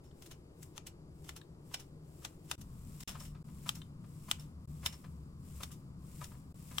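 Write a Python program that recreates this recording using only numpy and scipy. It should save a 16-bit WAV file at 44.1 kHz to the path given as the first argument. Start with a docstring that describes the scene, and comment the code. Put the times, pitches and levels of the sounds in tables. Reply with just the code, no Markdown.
"""Kitchen scissors cut a thin rolled omelette over a board, close by, above a low appliance rumble.
First the blades slide and rub lightly. From 0.8 s come five cuts: friction hiss grows, the edges crunch
through, the joint rattles, the handles clack, and the egg bumps softly on the board. Near 3 s the blades
scrape and their tips bump the wood. Six more cuts follow from 3.7 s, most with a harder clack.
Between some of these later strokes the whole sound drops out for a moment."""
import sys
import numpy as np
from scipy import signal
from scipy.fft import rfft, irfft
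from scipy.io import wavfile
from scipy.ndimage import uniform_filter1d

SR = 44100
rng = np.random.default_rng(int(sys.argv[2]) if len(sys.argv) > 2 else 0)


def master(y):
    """Save y as 16-bit WAV."""
    cut = np.clip(np.atleast_2d(y).T, -1, 1)
    pcm = np.round(cut * 32767)  # scale
    wavfile.write(sys.argv[1], SR, pcm.astype(np.int16))


N = 299880
TIME = np.arange(N) / SR

# blades snap shut: t/s, clack level/dB, clack f/Hz, rattle level/dB, rattle decay/s,
# low resonance gain/dB, treble gain/dB, egg squash level/dB, left-right balance/dB
SNAPS = [(0.7792, -46.5, 3400, -35.5, 0.0022, 5, -10, -69, 4),
         (1.2925, -59, 3400, -38, 0.0056, 3.5, -4.5, -67, 0.5),
         (1.743, -35, 2860, -30.5, 0.0061, -0.5, -6, -59, 0.5),
         (2.25, -36.5, 2790, -34.5, 0.0061, 3, -6, -64, 2),
         (2.5138, -38, 3430, -25.5, .004, 1, -6.5, -70, 2.5),
         (3.6917, -26, 3200, -28.5, 0.0033, -1, 2, -48.5, 0.5),
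         (4.3134, -24, 3120, -24, 0.0033, -11, -1.5, -54, 0),
         (4.862, -26.5, 3630, -28, 0.0075, -2.5, -0.5, -50, -1),
         (5.6341, -39, 3550, -37, 0.0066, -0.5, 0, -49, -2),
         (6.243, -56.5, 3400, -44, 0.0059, 1, 1.5, -47.5, 2.5),
         (6.7834, -27.5, 3200, -30.5, 0.0048, -3, -2.5, -67, 0.5)]
# blades slide together: closing t/s, duration/s, final hiss level/dB, fade/s
CLOSINGS = [(0.25, 0.11, -64, .07), (0.64, 0.092, -64.5, .06), (1.30, 0.17, -66, .09),
            (1.745, 0.12, -63, .08), (2.25, 0.22, -64, .1), (2.52, 0.12, -62.5, .12),
            (3.05, 0.37, -59, .08), (3.24, 0.13, -56.5, .045), (3.69, 0.27, -60, .09),
            (4.31, 0.29, -61, .09), (4.87, 0.24, -61, .19), (5.62, 0.21, -57, .09), (6.23, 0.22, -57, .11),
            (6.78, .25, -55, .1)]
# blades rub as they part or catch: t/s, level/dB, decay/s, treble tilt/dB
SCRAPES = [(0.04, -70, .04, 11), (0.224, -53, 0.011, 0), (0.263, -52, 0.0099, 4), (0.313, -48.5, 0.013, -2),
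           (0.63, -51.5, 0.008, 9), (0.767, -55, 0.012, 4), (0.870, -44.5, .01, 5),
           (1.245, -58.5, 0.022, 5), (1.365, -47.5, 0.012, 1), (1.799, -48.5, .016, 0),
           (2.615, -48.5, .006, 9), (3.007, -46.5, .007, 9), (3.031, -48, 0.02, 2),
           (3.078, -40, 0.028, -0.5), (3.203, -51.5, 0.018, 12), (3.254, -55, 0.025, 4),
           (3.753, -52, 0.025, 10), (4.399, -56, 0.034, 6), (4.926, -52, 0.02, 0),
           (5.718, -55, 0.017, 16.5), (6.716, -58, 0.0062, 11)]
# handles reach the end of their play: t/s, level/dB
HANDLE_TICKS = [(0.113, -67), (1.415, -52.5), (3.818, -48)]
# a blade is flicked: t/s, level/dB, decay/s
FLICKS = [(0.05, -72, .03), (3.200, -61, .045), (4.397, -54, .008), (4.927, -57, .018), (5.634, -55, .008),
          (6.240, -54, .008)]
# blade tips meet the board: t/s, level/dB
TIP_BUMPS = [(3.090, -55), (3.154, -49.5), (3.207, -54), (3.353, -59.5), (3.488, -65), (4.044, -64),
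             (5.045, -54), (6.345, -67), (6.715, -53)]
# broad modes of blades and joint: f/Hz, bandwidth/Hz, gain/dB
SCISSOR_MODES = [(775, 430, 4.5), (1330, 1300, 3.5), (2840, 490, 6), (3600, 450, 4.5), (4470, 300, 1.5),
                 (5415, 420, 7.5), (6340, 350, 6), (7350, 560, 6), (9760, 2400, 4.5), (14290, 830, 7.5)]
# narrow modes of the steel: f/Hz, bandwidth/Hz, gain/dB
STEEL_MODES = [(2060, 120, 1.5), (2990, 110, 1.5), (3670, 100, 1.5), (4170, 90, 3), (5340, 78, 2.5),
               (6400, 90, 2), (7750, 140, 3), (9550, 120, 3), (11030, 150, 2)]
# modes of the handles: f/Hz, bandwidth/Hz, gain/dB
HANDLE_MODES = [(1178, 230, 18.5), (1730, 160, 9.5), (3150, 360, 14.5), (3780, 400, 13.5), (5360, 230, 2),
                (7950, 220, 18), (10130, 360, -2), (13830, 1400, 6.5)]
# modes of the board: f/Hz, bandwidth/Hz, gain/dB
BOARD_MODES = [(550, 120, 8.5), (980, 88, 10.5), (1235, 110, 11.5), (1650, 210, 3.5), (2500, 510, 2.5)]
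# partials of one free blade: f/Hz, relative level/dB
BLADE_PARTIALS = [(5400, 2), (7300, -8)]
# spectrum of sliding steel: f/Hz, relative level/dB
SLIDE_SPECTRUM = [(700, -9.5), (1500, -9.5), (2500, -5.5), (4300, -9), (5300, -4.5), (6400, -7),
                  (7600, 1.5), (8500, -2), (9600, -1.5), (11000, -7), (13000, -4.5), (15500, -7.5)]
# rumble before RUMBLE_SHIFT_S: f/Hz, spectral level/dB
EARLY_RUMBLE = [(20, -81), (45, -85.5), (70, -75.5), (110, -80), (152, -74.5), (215, -88), (340, -84),
                (480, -93), (750, -102), (1150, -105), (1700, -117), (3500, -124), (7500, -124),
                (15000, -131)]
# rumble from then on: f/Hz, spectral level/dB
LATE_RUMBLE = [(20, -79), (45, -83.5), (70, -70.5), (100, -75.5), (150, -70), (230, -80), (330, -88.5),
               (460, -95.5), (780, -105), (1130, -100), (1700, -117), (3500, -123), (7500, -123),
               (15000, -130)]
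# the rumble swells on low notes: start t/s, end t/s, f/Hz, level/dB
RUMBLE_NOTES = [(0.0, 2.6, 154, -62), (2.6, 3.45, 43, -55), (2.6, 6.8, 150, -57.5), (4.5, 5.8, 70, -55.5)]
# peaks that make the background hollow: f/Hz, bandwidth/Hz, gain/dB
HOLLOW_PEAKS = [(2344, 1900, 4.5), (4760, 730, 7), (7600, 590, 5), (9360, 1000, 11)]
# steady faint hiss: f/Hz, spectral level/dB
NOISE_FLOOR = [(20, -123), (4000, -122), (7000, -128), (16000, -134)]
# brief dips of the whole sound: start t/s, end t/s, gain/dB
DROPOUTS = [(2.5556, 2.579, -21), (3.0366, 3.0756, -41), (3.428, 3.443, -27), (4.657, 4.675, -26),
            (6.526, 6.543, -24.5)]

RATTLE_RISE_S, TYPICAL_RATTLE_S = .0013, .005   # the rise at a typical decay; slower snaps set in softly
CRUNCH_DB, CRUNCH_FOLLOWS = -54.5, .4   # the crunch follows this share of the rattle's change in dB
SQUASH_LEAD_S, RELEASE_LAG_S, RELEASE_DB = 0.027, 0.074, -12   # the egg is pressed, then drops back
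RUMBLE_SHIFT_S = 2.565


def snips(crunch_rise_s=0.016, crunch_decay_s=0.007, crunch_treble_db=10, crackle_db=-6):
    """Forced vibration: edges crunching through egg, then the loose joint's rattle, drive the steel."""
    rattle = friction(0.17, grain_db=0.5, grain_hz=1520)
    low_rattle = resonance(rattle, hz=660, width_hz=380)
    crackling = from_db(crackle_db) * crackle(per_s=370, spread_db=6.5)
    crunch = rms_one(stereo_noise(0.43) + crackling)
    usual_db = np.mean([rattle_db for _, _, _, rattle_db, *_ in SNAPS])
    force, treble = np.zeros((2, 2, N))
    for at, _, _, rattle_db, decay, low_db, treble_db, _, pan_db in SNAPS:
        rise = RATTLE_RISE_S * (decay / TYPICAL_RATTLE_S) ** 2
        chatter = rattle + (from_db(low_db) - 1) * low_rattle
        joint = from_db(rattle_db) * swell(at, rise, decay) * chatter
        crunch_db = CRUNCH_DB + CRUNCH_FOLLOWS * (rattle_db - usual_db)
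        edges = from_db(crunch_db) * swell(at, crunch_rise_s, crunch_decay_s) * crunch
        force += (joint + edges) * panned(pan_db)
        treble += (joint + edges * from_db(crunch_treble_db)) * from_db(treble_db)
    return steel(force, treble)


def clacks(right_lag_s=0.00024, pan_db=8, bounce_s=0.0015, bounce_db=-8, contact_db=4,
           heft=0.65, heft_hz=2000):
    """Impact excitation: the handles meet and rebound once; harder blows carry more low frequencies."""
    knock, thump = np.zeros((2, 2, N))
    hardest_db = max(clack_db for _, clack_db, *_ in SNAPS)
    impulse_gain = np.sqrt(SR / 1000)   # a millisecond's energy in one sample
    for (at, clack_db, hz, *_, side_db), jitter in zip(SNAPS, rng.uniform(0.9, 1.05, len(SNAPS))):
        blow = np.zeros(N)
        blow[round(at * SR)] = 1
        blow[round((at + bounce_s * jitter) * SR)] = from_db(bounce_db)
        blow = blow + (from_db(contact_db) - 1) * resonance(blow, hz, width_hz=500)
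        blow = blow * from_db(clack_db) * impulse_gain * panned(side_db + pan_db)
        knock += blow
        thump += blow * from_db(heft * (clack_db - hardest_db))
    force = butter(thump, heft_hz, "low", order=1) + butter(knock, heft_hz, "high", order=1)
    left, right = body(force, HANDLE_MODES, low_hz=850, high_hz=4200)
    # the handles are on the left, so their sound reaches the right side later
    late_right = np.interp(TIME - right_lag_s, TIME, right, left=0)
    return np.array([left, late_right])


def rubs(rise_s=0.0036, pan_db=1.5, crackle_db=-6):
    """Stick-slip friction: the blades catch and drive the steel in short, gritty scrapes."""
    level, treble = np.zeros((2, N))
    for at, db, decay, tilt_db in SCRAPES:
        press = from_db(db) * swell(at, rise_s, decay)
        level += press * from_db(-tilt_db / 2)
        treble += press * from_db(tilt_db / 2)
    grit = from_db(crackle_db) * crackle(per_s=700, spread_db=6)
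    scrape = rms_one(friction(0.038, grain_db=1.5, grain_hz=710) + grit)
    return steel(level * scrape, treble * scrape) * panned(pan_db)


def slide(growth_db=12, onset_s=0.1, pan_db=3, crackle_db=-12):
    """Sliding friction: steel on steel hisses, growing as the blades close and fading as they part."""
    sliding = friction(0.152, grain_db=2.5, grain_hz=503)
    grit = from_db(crackle_db) * crackle(per_s=200, spread_db=5)
    power = np.zeros(N)
    for closed, closing_s, db, fade_s in CLOSINGS:
        t = TIME - closed
        moving = np.clip((t + closing_s) / onset_s + .5, 0, 1)   # the hand gets going
        growth = from_db(growth_db * np.clip(t / closing_s, -1, 0))
        fade = np.exp(-np.maximum(t, 0) / fade_s)
        power += (from_db(db) * moving * growth * fade) ** 2
    hiss = rms_one(coloured(sliding + grit, SLIDE_SPECTRUM))
    return hiss * np.sqrt(power) * panned(pan_db)


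def ticks(rise_s=.0012, decay_s=0.0032, pan_db=7):
    """Backlash: the handles chatter briefly at the end of their play, exciting their modes."""
    touch = sum(from_db(db) * swell(at, rise_s, decay_s) for at, db in HANDLE_TICKS)
    return body(touch * stereo_noise(0.33), HANDLE_MODES, low_hz=1100, high_hz=4200) * panned(pan_db)


def pings(rise_s=0.00078, waver_db=3, waver_hz=70):
    """Damped free vibration: a flicked blade rings faintly, wavering as the other blade brushes it."""
    ping = rms_one(sum(from_db(db) * np.sin(2 * np.pi * hz * TIME) for hz, db in BLADE_PARTIALS))
    brushing = from_db(waver_db * fluctuation(waver_hz))
    envelope = sum(from_db(db) * swell(at, rise_s, decay) for at, db, decay in FLICKS)
    return ping * brushing * envelope


def bumps(rise_s=0.0038, decay_s=.016, pan_db=4.5):
    """Soft impact: the moist egg around each snap, and the blade tips, excite the board's modes."""
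    squashes = [(at - SQUASH_LEAD_S, db) for at, *_, db, _ in SNAPS]
    releases = [(at + RELEASE_LAG_S, db + RELEASE_DB) for at, *_, db, _ in SNAPS]
    press = sum(from_db(db) * swell(at, rise_s, decay_s) for at, db in squashes + releases + TIP_BUMPS)
    force = press * friction(0.79, grain_db=2.5, grain_hz=350)
    wood = body(force, BOARD_MODES, low_hz=491.6, high_hz=2500)
    return butter(wood, 5000, "low") * panned(pan_db)


def kitchen(x, wet_db, t60=0.16, onset_s=0.0035, dull_hz=9000):
    """Reverberation: dense reflections from worktop and walls decay exponentially, unlike on each side."""
    t = TIME[:SR // 2]
    build_up = 1 - np.exp(-(t / onset_s) ** 2)
    tail = rng.standard_normal((2, len(t))) * from_db(-60 * t / t60) * build_up
    tail = butter(tail, dull_hz, "low", order=1)
    tail /= np.linalg.norm(tail, axis=1, keepdims=True)
    return x + from_db(wet_db) * signal.fftconvolve(x, tail, axes=1)[:, :N]


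def rumble(diffuse_hz=540, right_lag_s=0.00017, note_width_hz=9.8, deep_hz=110,
           deep_pan_db=1.5, upper_pan_db=3):
    """Interaural coherence: an appliance's rumble is alike in both ears in the bass, diffuse above."""
    mid, side = rng.standard_normal((2, N))
    coherent = np.array([mid, np.roll(mid, round(right_lag_s * SR))])
    diffuse = butter(side, diffuse_hz, "high") * np.array([[.8], [-.8]])
    air = with_peaks(coherent + diffuse, HOLLOW_PEAKS)
    tone = np.where(TIME < RUMBLE_SHIFT_S, coloured(air, EARLY_RUMBLE), coloured(air, LATE_RUMBLE))
    for start, end, hz, db in RUMBLE_NOTES:
        band = resonance(rng.standard_normal(N), hz, note_width_hz)
        note = rms_one(resonance(band, hz, note_width_hz))
        gate = uniform_filter1d(1. * ((TIME > start) & (TIME < end)), size=4000)
        tone = tone + from_db(db) * note * gate
    deep = butter(tone, deep_hz, "low", order=1)
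    return deep * panned(deep_pan_db) + (tone - deep) * panned(upper_pan_db)


def steel(force, treble_force, wander_db=3.5, wander_hz=18, gain_db=-1):
    """Modal coupling: the travelling contact picks out one narrow mode of the scissors after another."""
    x = butter(force, 5700, "low", order=1) + butter(treble_force, 7200, "high", order=1)
    for hz, width_hz, db in STEEL_MODES:
        contact = np.clip(fluctuation(wander_hz), -1.5, 1.5)
        x = x + resonance(x * (from_db(db + wander_db * contact) - 1), hz, width_hz)
    return from_db(gain_db) * body(x, SCISSOR_MODES, low_hz=540, high_hz=9100)


def body(force, modes, low_hz, high_hz):
    """Radiation: an object sounds in a broad band shaped by its modes; white noise keeps its level."""
    x = np.vstack([force, signal.unit_impulse(N)])   # the third row yields the impulse response
    band = butter(butter(x, low_hz, "high"), high_hz, "low", order=1)
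    radiated = with_peaks(band, modes)
    return radiated[:2] / np.linalg.norm(radiated[2])


def with_peaks(x, modes):
    """Resonances in cascade: each scales its own band by its gain."""
    for hz, width_hz, db in modes:
        x = x + (from_db(db) - 1) * resonance(x, hz, width_hz)
    return x


def resonance(x, hz, width_hz):
    """Damped oscillator: a two-pole band-pass with unit peak gain."""
    r = np.exp(-np.pi * width_hz / SR)
    numerator = np.array([1, 0, -1]) * (1 - r * r) / 2
    denominator = [1, -2 * r * np.cos(2 * np.pi * hz / SR), r * r]
    return signal.lfilter(numerator, denominator, x + 1e-18)


def friction(likeness, grain_db, grain_hz):
    """Stick-slip modulation: noise whose strength jumps from one tiny slip to the next."""
    slips = np.clip(fluctuation(grain_hz), -2, 2)
    return rms_one(stereo_noise(likeness) * from_db(grain_db * slips))


def crackle(per_s, spread_db):
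    """Poisson process: tiny ticks of uneven size, each panned at random; unit rms."""
    size = from_db(spread_db * np.minimum(rng.exponential(1, N), 3)) * rng.choice([-1, 1], N)
    occurs = rng.random(N) < per_s / SR
    return rms_one(size * occurs * panned(rng.normal(0, 5, N)))


def stereo_noise(likeness):
    """Partial coherence: two channels of white noise with correlation `likeness`."""
    mid, side = rng.standard_normal((2, N))
    return np.sqrt((1 + likeness) / 2) * mid + np.sqrt((1 - likeness) / 2) * np.array([side, -side])


def fluctuation(hz):
    """Random modulation: low-passed noise of unit rms."""
    return rms_one(butter(rng.standard_normal(N), hz, "low"))


def coloured(white, spectrum):
    """Spectral shaping: give unit white noise the stated level in each 1 Hz band."""
    hz, db = np.transpose(spectrum)
    bins = np.maximum(np.fft.rfftfreq(N, 1 / SR), 1)
    gain = from_db(np.interp(np.log(bins), np.log(hz), db)) * np.sqrt(SR / 2)
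    return irfft(rfft(white) * gain, N)


def swell(at, rise, decay):
    """Transient envelope: exponential rise to 1, then exponential decay."""
    t = TIME - at
    time_constants = np.maximum(-t / max(rise, 1e-4), t / max(decay, 1e-4))
    return np.exp(-np.minimum(time_constants, 30))


def panned(left_right_db):
    """Interaural level difference as two channel gains."""
    return from_db(np.array([[.5], [-.5]]) * left_right_db)


def butter(x, hz, kind, order=2):
    """Causal Butterworth filter."""
    return signal.sosfilt(signal.butter(order, hz, kind, fs=SR, output="sos"), x + 1e-18)


def rms_one(x):
    """Normalisation to unit rms."""
    return x / np.sqrt(np.mean(x ** 2) + 1e-20)


def from_db(db):
    """Decibels to amplitude ratio."""
    return 10 ** (np.asarray(db) / 20)


def scene():
    """Superposition: scissors and board over the rumble; the near handles clack with less reverberation."""
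    cutting = kitchen(snips() + rubs() + ticks() + pings() + bumps(), wet_db=-14.5)
    background = rumble() + coloured(stereo_noise(0), NOISE_FLOOR)
    return cutting + kitchen(clacks(), wet_db=-24.5) + slide() + background


def record(dry, cutoff_hz=16000):
    """Gating and band limiting: the level dips briefly five times, and the highest treble is cut."""
    dip_db = sum(db * ((TIME > start) & (TIME < end)) for start, end, db in DROPOUTS)
    dipped = dry * uniform_filter1d(from_db(dip_db), size=40)
    return signal.sosfilt(signal.ellip(10, .2, 70, cutoff_hz, fs=SR, output="sos"), dipped)


dry = scene()
out = record(dry)
master(out)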